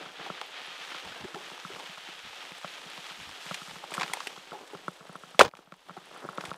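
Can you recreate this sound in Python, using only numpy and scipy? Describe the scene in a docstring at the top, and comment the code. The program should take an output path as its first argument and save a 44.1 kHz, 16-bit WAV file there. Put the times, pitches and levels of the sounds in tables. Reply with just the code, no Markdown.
"""A leafy forest trail, heard from a camera on a mountain bike. Almost mono.
Tyres crackle over leaves (dense random pops), bumps knock the camera in its mount and sticks ring the
frame (struck resonances). Twigs snap, sharp clicks tick and one branch whacks the housing (noise bursts
through its resonances), thumps deeply and scrapes along it. Wind puffs (deep noise), a freewheel ticks
and tiny squeaks glide. Automatic gain dips after loud sound, most of all at the whack, and creeps back."""
import sys
import numpy as np
from scipy import signal
from scipy.fft import rfft, irfft, next_fast_len
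from scipy.io import wavfile
from scipy.ndimage import uniform_filter1d

SR = 44100
rng = np.random.default_rng(int(sys.argv[2]) if len(sys.argv) > 2 else 0)


def int16_out(signal):
    """Quantize to a 16-bit WAV file."""
    q = np.round(np.clip(np.atleast_2d(signal).T, -1, 1) * 32767)
    wavfile.write(sys.argv[1], SR, q.astype(np.int16))


N = 289737  # length in samples


def undb(db):
    """Turn decibels into a gain."""
    return 10 ** (np.asarray(db) / 20)


def unit(x):
    """Scale a sound to an rms of 1."""
    return x / np.sqrt(np.mean(x ** 2))


def curves(table):
    """Draw each column as a line over time, using the first column as t/s."""
    s, *columns = np.transpose(table)
    t = np.arange(N) / SR
    return [np.interp(t, s, column, column[0], column[-1]) for column in columns]


def colour(x, points):
    """Shape a steady sound by a spectrum that falls off steeply past its ends; the rms becomes 1."""
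    hz, db = np.transpose(points)
    size = next_fast_len(N)
    log_f = np.log(np.maximum(np.arange(size // 2 + 1) * SR / size, 1))
    below = np.maximum(np.log(hz[0]) - log_f, 0)
    above = np.maximum(log_f - np.log(hz[-1]), 0)
    gain = undb(np.interp(log_f, np.log(hz), db) - 30 * (below + above))
    return unit(irfft(rfft(x, size) * gain, size)[:N])


def ring(x, modes):
    """Drive resonances (f/Hz, width/Hz, level/dB) that pass no steady push; wider ones die sooner."""
    out = 0
    for hz, width, db in modes:
        r = np.exp(-np.pi * width / SR)
        w = 2 * np.pi * hz / SR
        out = out + undb(db) * signal.lfilter([.5, 0, -.5], [1, -2 * r * np.cos(w), r * r], x)
    return out


def soften(x, modes):
    """Pass a sound twice through its resonances: the ring swells for a few cycles and its skirts drop."""
    once = ring(x, modes)
    hit = ring(np.eye(1, 2048)[0], modes)
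    return ring(once, modes) / np.abs(ring(hit, modes)).max()


def walk(rate):
    """Glide between random levels, one every 1 / rate s."""
    k = int(SR / rate)
    held = np.repeat(rng.standard_normal(N // k + 1), k)
    return uniform_filter1d(held, k)[:N]


def grains(rate, spread_db, flicker_db):
    """Leaves cracking: dense one-sample pops (rate per s) of uneven but bounded size, in patches."""
    size_db = spread_db * np.minimum(rng.exponential(size=N), 5.0)
    pops = (rng.random(N) < rate / SR) * rng.standard_normal(N) * undb(size_db)
    return pops * undb(0.8 * flicker_db * walk(24.946) + flicker_db * walk(70))


def bursts(times, db, length, spike=0., grit=0.):
    """Noise bursts that die away; spike adds a hard first contact, grit splinters the noise."""
    length = np.clip(length, .0002, .03)  # fade time in s
    size = int(8 * length.max() * SR)
    out, t = np.zeros(N + size), np.arange(size) / SR
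    noise = rng.standard_normal((len(times), size))
    noise = noise * np.abs(noise) ** grit
    for s, gain, fade, grain in zip(times, undb(db), length, noise):
        blow = grain * np.exp(-t / fade) * (1 - np.exp(-t / (0.12 * fade)))
        blow = blow / np.sqrt(np.sum(blow ** 2))
        blow[0] = spike
        start = int(s * SR)
        out[start:start + size] += gain * blow
    return out[:N]


def narrow_hiss():
    """A faint, narrow band of high hiss: noise through one sharp resonance."""
    band = ring(rng.standard_normal(N), [(7940, 150, 0)])  # f/Hz, width/Hz, level/dB
    return undb(-76) * unit(band)


# wind puffs, and the deep thump of the branch's whack near 5.4 s: (middle t/s, length/s, level/dB)
PUFFS_AND_THUMP = [(1.059, 0.031, -49.5), (1.111, .04, -53), (1.215, 0.03, -48), (1.247, 0.026, -41),
                   (1.756, 0.071, -58), (2.259, 0.039, -53), (2.298, .02, -61), (3.189, 0.031, -52),
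                   (3.216, 0.044, -51), (3.288, 0.047, -52.5), (3.321, 0.034, -58), (3.726, 0.043, -53),
                   (5.413, 0.032, -32), (5.46, 0.05, -29), (6.488, 0.023, -46)]
# tone of the draught, puffs and thump: (f/Hz, relative level/dB)
DEEP_TONE = [(20, 8), (50, 0), (100, -3), (170, -3), (300, -8.5), (450, -25.5)]


def wind_and_thump():
    """A light draught, wind puffs and the deep thump of the whack: deep noise that swells and fades."""
    t = np.arange(N) / SR
    swell = undb(-80.5 + 3.5 * walk(3.7))  # the draught
    for s, length, db in PUFFS_AND_THUMP:
        swell = swell + undb(db) * np.exp(-(2 * (t - s) / length) ** 4)
    return swell * colour(rng.standard_normal(N), DEEP_TONE)


# gliding chirps: (start t/s, from f/Hz, to f/Hz, peak level/dB)
CHIRPS = [(.455, 12400, 13190, -62), (.655, 10900, 9800, -56), (2.935, 12500, 13000, -66)]


def squeaks():
    """Tiny, very high chirps: short sine tones whose pitch glides."""
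    size = int(.022 * SR)
    out = np.zeros(N)
    for s, from_hz, to_hz, db in CHIRPS:
        tone = np.sin(2 * np.pi * np.cumsum(np.linspace(from_hz, to_hz, size)) / SR)
        start = int(s * SR)
        out[start:start + size] += undb(db) * np.hanning(size) * tone
    return out


# turning of the freewheel: (t/s, ratchet teeth passed so far)
TEETH_PASSED = [(4.68, -4), (4.86, 0), (4.97, 4), (5.128, 8), (5.26, 12), (5.45, 16), (5.805, 25),
                (5.938, 30), (6.57, 51.3)]
# ring of the pawl: (f/Hz, width/Hz, level/dB)
PAWL_RING = [(9800, 280, -1.5), (9300, 290, -0.5), (11800, 900, -12.5), (7600, 900, -4)]
PAWL_DB, PAWL_RISE_DB_PER_S, PAWL_SPREAD_DB = -57, 3, 2.5


def freewheel():
    """While coasting, the pawl drops behind each ratchet tooth and rings briefly, louder as time goes on."""
    teeth = np.floor(curves(TEETH_PASSED)[0])
    drops = np.flatnonzero(np.diff(teeth) > 0) / SR
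    rise_db = PAWL_RISE_DB_PER_S * (drops - TEETH_PASSED[0][0])
    size_db = PAWL_DB + rise_db + PAWL_SPREAD_DB * rng.standard_normal(len(drops))
    return ring(bursts(drops, size_db, np.full(len(drops), .0015)), PAWL_RING)


# rolling tyres: (t/s, crunch level/dB, rumble level/dB, crispness level/dB)
ROLLING = [(0, -48.5, -49, -59), (.13, -47.5, -53, -60.5), (.23, -44.5, -48.5, -59), (.38, -47, -56, -60),
           (.55, -44, -55.5, -58.5), (.75, -45.5, -56, -57.5), (.9, -43.5, -53, -55.5),
           (1.22, -45, -51.5, -55.5), (1.33, -51, -52, -59.5), (1.5, -44.5, -53, -53.5),
           (1.63, -48.5, -55.5, -55.5), (1.8, -45, -49, -53.5), (2.0, -46, -59.5, -57),
           (2.65, -47.5, -59.5, -56.5), (2.9, -46.5, -53.5, -55.5), (3.38, -47, -58.5, -54),
           (3.5, -44.5, -57, -49.5), (3.87, -51, -59, -57), (4.0, -49, -40.5, -48.5),
           (4.13, -43.5, -45, -50.5), (4.25, -47.5, -48, -49), (4.4, -52, -55.5, -58.5),
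           (4.75, -57, -53, -62.5), (5.4, -59.5, -57, -64.5), (5.51, -60.5, -53, -63.5),
           (5.59, -50, -44, -51), (5.68, -53.5, -50.5, -61.5), (5.85, -53.5, -51.5, -61),
           (6.2, -55.5, -53, -63), (6.26, -59.5, -49, -61.5), (6.36, -53.5, -48, -63),
           (6.47, -51.5, -47.5, -53), (6.57, -65, -53, -68)]
# tone of the crunching leaves: (f/Hz, relative level/dB)
LEAF_TONE = [(530, -7.5), (900, -3.5), (1140, -6), (1240, 1.5), (1340, -2), (1700, -1.5), (2090, -2),
             (3290, 0), (7000, -24), (9100, -66), (15400, -120)]
# tone of the ground rumble: (f/Hz, relative level/dB)
GROUND_TONE = [(140, -42.5), (240, 0.5), (470, 6.5), (668, 3.5), (756, 7.5), (840, 4), (1340, 1),
               (1700, -1), (2210, -12), (3740, -120)]
# tone of the crisp top: (f/Hz, relative level/dB)
CRISP_TONE = [(3240, -5.5), (5500, -7), (8150, -11), (14100, -23), (15500, -34.5), (15800, -32.5),
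              (16000, -47)]
PATCHY_DB, PATCHES_PER_S = 1, 8  # the litter lies thicker and thinner


def tyres():
    """Leaves crackle as crowds of tiny pops, the ground rumbles through the frame, and the top is crisp."""
    crunch_db, rumble_db, crisp_db = curves(ROLLING)
    patch_db = PATCHY_DB * walk(PATCHES_PER_S)
    leaves = grains(rate=9000., spread_db=-0.5, flicker_db=1.34)
    rumble = grains(rate=4000., spread_db=2.0, flicker_db=1.63)
    fine = leaves + 3.7 * grains(rate=14000., spread_db=-0.6, flicker_db=0.7)
    rumble_db = rumble_db + 1.4 * PATCHY_DB * walk(PATCHES_PER_S)  # patchier than the leaves
    return (undb(crunch_db + patch_db) * colour(leaves, LEAF_TONE)
            + undb(rumble_db) * colour(rumble, GROUND_TONE)
            + undb(crisp_db + patch_db) * colour(fine, CRISP_TONE))


# bumps through the mount: (t/s, clack level/dB, knock level/dB, thud level/dB)
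JOLTS = [(0.06, -34.5, -43, -47), (0.1995, -35, -39, -46), (0.2616, -38, -41, -58),
         (0.3007, -27.5, -29.5, -39), (0.6775, -56, -42, -56), (0.9189, -33, -39, -67),
         (0.947, -31, -36, -58), (1.344, -31, -34, -42.5), (1.3611, -50, -48, -67),
         (1.515, -45, -36.5, -50), (1.6498, -28.5, -60, -41), (1.764, -39, -34, -51),
         (1.892, -55, -51, -48), (1.9746, -36, -49, -55), (2.0874, -39, -38, -52), (2.5153, -56, -42, -48),
         (2.6449, -26.5, -23.5, -42.5), (2.86, -56, -54, -47.5), (2.982, -51, -58, -47),
         (3.1087, -36.5, -49, -52), (3.4608, -60, -41, -47), (3.511, -25, -25, -36), (3.617, -34, -38, -47),
         (3.6805, -41, -42, -47), (3.761, -38, -42, -46), (3.84, -37, -33.5, -54),
         (3.9192, -36, -29.5, -50), (3.9793, -21.5, -25, -35), (4.0376, -30, -43, -43),
         (4.098, -29, -44, -44), (4.3754, -37, -41, -50), (4.519, -33, -34, -47), (4.749, -35, -32, -43.5),
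         (4.881, -23, -28.5, -36), (5.008, -39, -48, -49), (5.053, -50, -39, -67), (5.0939, -39, -35, -42),
         (5.1547, -30.5, -39, -46.5), (5.2355, -35.5, -43, -50), (5.3462, -36, -38.5, -46.5),
         (5.5369, -20, -24, -38.5), (5.5898, -28, -23, -42), (5.6734, -38, -34, -43),
         (5.7227, -23.5, -27.5, -34.5), (5.895, -26.5, -28, -39), (5.9061, -33, -30.5, -39),
         (5.9746, -30, -32, -40.5), (6.112, -48, -37, -65), (6.1623, -36.5, -54, -68),
         (6.241, -40, -38, -44), (6.249, -33.5, -29, -41), (6.289, -27.5, -30, -43), (6.331, -38, -54, -59),
         (6.382, -23.5, -27.5, -38.5), (6.438, -30.5, -31, -43), (6.5149, -26.5, -27, -41)]
# the camera against its clamp: (f/Hz, width/Hz, level/dB)
CLAMP_RING = [(1308, 177, 5), (1126, 144, 0.5)]
# the bracket: (f/Hz, width/Hz, level/dB)
BRACKET_RING = [(563, 240, 1.5), (820, 270, -4.5), (348, 180, -1)]
# the camera rocking on the bracket: (f/Hz, width/Hz, level/dB)
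ROCKING = [(177.4, 24.7, 2.5), (156, 23, -4)]


def bumps():
    """Each jolt clacks the camera, knocks the bracket and rocks the mount; small jolts come at random."""
    s, clack_db, knock_db, thud_db = np.transpose(JOLTS)
    at = (s * SR).astype(int)
    clack = np.zeros(N)
    clack[at] = undb(clack_db)
    small_db = curves(ROLLING)[1] - 9.0 + 1.8 * rng.standard_normal(N)  # follows the ground rumble
    jolts = (rng.random(N) < 30. / SR) * undb(small_db)
    jolts[at] = undb(thud_db)
    push = np.hanning(int(0.0024 * SR))  # the mount gives way softly
    thud = ring(np.convolve(jolts, push / push.sum())[:N], ROCKING)
    # the stiff bracket passes no slow sway
    thud = signal.sosfilt(signal.butter(2, 135, "high", fs=SR, output="sos"), thud)
    knock = soften(bursts(s, knock_db, np.full(len(s), .002)), BRACKET_RING)
    return soften(clack, CLAMP_RING) + knock + thud


# hollow knocks, as of a stick on the frame: (t/s, low level/dB, high level/dB, fade time/s)
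HOLLOW_KNOCKS = [(.262, -45, -31, 0.011), (.414, -46, -31, 0.0085), (1.244, -32, -58, 0.005),
                 (1.349, -31.5, -33.5, 0.027), (1.7, -36, -45, 0.0066), (3.835, -38, -36, 0.009),
                 (4.14, -45, -33, 0.009), (4.526, -34.5, -29.5, 0.029), (4.607, -37.5, -43, 0.014),
                 (4.732, -30.5, -43, 0.0097), (5.405, -13.5, -7, 0.019), (5.886, -40, -31.5, .003),
                 (5.966, -35, -30.5, 0.0081)]
# the frame, low then high: (f/Hz, width/Hz, level/dB)
FRAME_RING = [(383, 57, 0.5), (799, 110, 3)]


def frame():
    """Two long, low resonances kept going by a short scuff of noise."""
    s, low_db, high_db, length = np.transpose(HOLLOW_KNOCKS)
    low = ring(bursts(s, low_db, length), FRAME_RING[:1])
    return low + ring(bursts(s, high_db, length), FRAME_RING[1:])


# hollow ring of the camera housing: (f/Hz, width/Hz, level/dB)
HOUSING_RING = [(350, 520, 8.5), (524, 300, 2), (830, 750, -2), (877, 354, 0), (1025, 440, -1.5),
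                (1300, 680, 6)]
# bright crack of a blow: (f/Hz, width/Hz, level/dB)
CRACK_RING = [(2224, 1200, -0.5), (3180, 1280, -5), (4490, 2200, -5.5), (1750, 450, -16), (6230, 1800, -18)]


def housing(s, crack_db, ring_db, treble_db, spot_hz, length):
    """A blow gives a bright crack, a hollow ring of the housing and a spit of treble."""
    length = np.full(len(s), length)
    crack = soften(bursts(s, crack_db, length, spike=0.57, grit=1.1), CRACK_RING)
    hollow = 0
    for mode in HOUSING_RING:
        # the spot that is struck favours the resonances near its own pitch
        distance = np.abs(np.log(mode[0] / spot_hz))
        mode_db = ring_db - 29.8 * distance + mode[2]
        hollow = hollow + soften(bursts(s, mode_db, .5 * length), [mode])
    treble_ring = [(8140, 4100, 9.5), (12100, 3500, -15.5)]  # f/Hz, width/Hz, level/dB
    spit = soften(bursts(s, treble_db, length, spike=0.23, grit=1.5), treble_ring)
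    return crack + hollow + spit


# very short, sharp clicks on the housing, some at the onset of a snap: (t/s, crack level/dB)
CLICKS = [(0.4143, -24), (.6166, -34.5), (0.7393, -45), (.7557, -38), (3.5438, -26), (4.136, -16.5),
          (5.4804, -19), (5.5132, -28), (5.5524, -23.5), (5.661, -37.5), (5.722, -27), (5.74, -29.5),
          (5.7933, -39.5), (6.5071, -31.5), (6.5297, -35), (6.5362, -36), (6.5424, -36.5)]
TICK_S, TICK_SPOT_HZ = 0.00053, 886  # fade time of the crack, pitch of the struck spot
TICK_RING_DB, TICK_TREBLE_DB = -8, -12.5  # relative to the crack
STRAY_TICKS, STRAY_DB, STRAY_SPREAD_DB = 200, 15, 7  # how many in all, least level above crispness, range


def ticks():
    """Very short, sharp clicks, some at the onset of a snap; small random ones are louder in crisp litter."""
    s, db = np.transpose(CLICKS)
    chance = rng.random((STRAY_TICKS, 2))
    at = (chance[:, 0] * N).astype(int)
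    stray_db = curves(ROLLING)[2][at] + STRAY_DB + STRAY_SPREAD_DB * chance[:, 1]
    s, db = np.append(s, at / SR), np.append(db, stray_db)
    return housing(s, db, db + TICK_RING_DB, db + TICK_TREBLE_DB, TICK_SPOT_HZ, TICK_S)


SNAP_S = 0.0042  # fade time of a snap's crack
# a stretch of undergrowth: start and end, number of twigs, least crack level and its range
BRUSH_FROM_S, BRUSH_TO_S, BRUSH_TWIGS, BRUSH_DB, BRUSH_SPREAD_DB = 3.9, 4.33, 45, -40.5, 6.5
BRUSH_RING_DB, BRUSH_TREBLE_DB = -7, -12  # relative to the crack
BRUSH_LOW_HZ, BRUSH_HIGH_HZ = 600, 1400  # pitch range of the struck spots


def brush():
    """Undergrowth brushes past: small snaps at random times, each on its own spot of the housing."""
    when, size, spot = rng.random((BRUSH_TWIGS, 3)).T
    s = BRUSH_FROM_S + (BRUSH_TO_S - BRUSH_FROM_S) * when
    db = BRUSH_DB + BRUSH_SPREAD_DB * size
    spot_hz = BRUSH_LOW_HZ * (BRUSH_HIGH_HZ / BRUSH_LOW_HZ) ** spot
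    return housing(s, db, db + BRUSH_RING_DB, db + BRUSH_TREBLE_DB, spot_hz, SNAP_S)


# twigs and the branch on the housing:
# (t/s, crack level/dB, housing ring level/dB, treble level/dB, pitch of the struck spot f/Hz)
SNAPS = [(0.3557, -45, -52, -56, 900), (0.4128, -32.5, -32, -65, 830), (1.346, -28.5, -36, -54, 1030),
         (2.5813, -39, -42, -37, 780), (2.9, -34, -60, -36, 1030), (3.5443, -19, -53, -26.5, 780),
         (3.908, -34, -50, -35, 1310), (3.939, -19.5, -41, -22.5, 1400), (3.947, -27, -28, -26, 970),
         (3.9974, -20, -38, -48, 940), (4.011, -16, -23.5, -41, 1090), (4.018, -19, -21, -46, 980),
         (4.0315, -15, -24.5, -47, 1040), (4.1345, -15.5, -25, -13, 970), (4.1636, -29, -41, -47, 1280),
         (4.17, -27.5, -29, -48, 792), (4.2034, -19.5, -23.5, -46, 1050), (4.2372, -42, -38, -45, 800),
         (4.2707, -15, -34, -21.5, 378), (4.6754, -36, -49, -40, 760), (4.7723, -36, -52, -57, 1190),
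         (4.8806, -32, -39, -38, 1310), (5.393, 1, -12.5, -7.5, 486), (5.4007, -7, -6.5, -21.5, 840),
         (5.4093, -4, 3.5, -13, 852), (5.4132, 0, -5.5, -25.5, 433), (5.4197, -7.5, -14.5, -23.5, 600),
         (5.431, -12.5, -16.5, -15.5, 800), (5.449, -10.5, -13.5, -37, 1020), (5.4581, -12, -13, -41, 540),
         (5.463, -26, -10, -41, 550), (5.5694, -21, -28, -27, 820), (6.3763, -28.5, -39, -55, 374),
         (6.409, -25, -33, -47, 1140), (6.4524, -25, -46, -30.5, 1150)]
DRAG_S, DRAG_RISE_S, DRAG_END_S = 5.393, 0.016, 5.492  # the branch scraping along
DRAG_DB, DRAG_FADE_DB_PER_S = -20, 109.5


def twigs():
    """Twigs snap on the housing; the branch whacks it and scrapes along it as a fading crackle."""
    scrape = grains(rate=6000.0, spread_db=3.0, flicker_db=4.0)
    drag = unit(soften(scrape, HOUSING_RING[:4])) + 0.45 * unit(soften(scrape, CRACK_RING))
    drag = drag + 0.08 * unit(np.diff(scrape, prepend=0))  # a little treble
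    t = np.arange(N) / SR
    since = t - DRAG_S
    rise = np.clip(since / DRAG_RISE_S, 0, 1) * (t < DRAG_END_S)
    fade_db = DRAG_FADE_DB_PER_S * np.clip(since - DRAG_RISE_S, 0, 1)
    return housing(*np.transpose(SNAPS), SNAP_S) + rise * undb(DRAG_DB - fade_db) * drag


def scene():
    """Add all the sources; both channels hear nearly the same, and the low end differs a little."""
    mid = tyres() + bumps() + frame() + twigs() + brush() + ticks()
    mid = mid + wind_and_thump() + freewheel() + narrow_hiss() + squeaks()
    scatter = rng.standard_normal(256) * np.exp(-np.arange(256) / 80) / 7
    low = signal.sosfilt(signal.butter(2, 1000, fs=SR, output="sos"), np.convolve(mid, scatter)[:N])
    side = undb(-32.5) * low + 0.004 * mid
    return np.array([mid + side, mid - side])


DUCK_ABOVE_DB, DUCK_MOST_DB, DUCK_WINDOW_S = -32, 19.5, 0.014  # threshold, deepest dip, loudness window
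DUCK_ATTACK_S, DUCK_RELEASE_DB_PER_S = 0.035, 29


def duck(x):
    """Gain control: loud sound pulls the gain down within moments; it climbs back at an even rate."""
    power = uniform_filter1d(np.mean(x ** 2, axis=0), int(DUCK_WINDOW_S * SR))
    level_db = 10 * np.log10(np.abs(power) + 1e-12)
    over_db = np.clip(level_db - DUCK_ABOVE_DB, 0, DUCK_MOST_DB)
    climb_db = DUCK_RELEASE_DB_PER_S * np.arange(N) / SR
    held_db = np.maximum.accumulate(over_db + climb_db) - climb_db
    r = np.exp(-1 / (DUCK_ATTACK_S * SR))
    dip_db = signal.lfilter([(1 - r) ** 2], [1, -2 * r, r * r], held_db)  # smoothed twice
    return x * undb(-dip_db)


# tone of the noise shared by both channels: (f/Hz, relative level/dB)
SHARED_NOISE_TONE = [(20, -1), (60, -6), (200, -17), (1000, -37), (8000, -46), (15500, -38.5)]
# tone of each channel's own hiss: (f/Hz, relative level/dB)
HISS_TONE = [(1000, -12.5), (5000, -8), (9000, -0.5), (13000, 4.5), (15500, -2)]


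def record(dry):
    """Gain control, a hard limit on peaks, less deep bass, noise and separate hisses, then a cut top."""
    limited = np.clip(duck(dry), -1, 1)
    thin = signal.sosfilt(signal.butter(2, 90, "high", fs=SR, output="sos"), limited)
    hiss = np.array([colour(rng.standard_normal(N), HISS_TONE) for _ in dry])
    shared = colour(rng.standard_normal(N), SHARED_NOISE_TONE)
    noisy = thin + undb(-82.5) * shared + undb(-79.5) * hiss
    top_cut = signal.ellip(10, .2, 80, 15600, fs=SR, output="sos")  # steep cut above 15600 Hz
    return np.clip(signal.sosfilt(top_cut, noisy), -1, 1)


dry = scene()
out = record(dry)
int16_out(out)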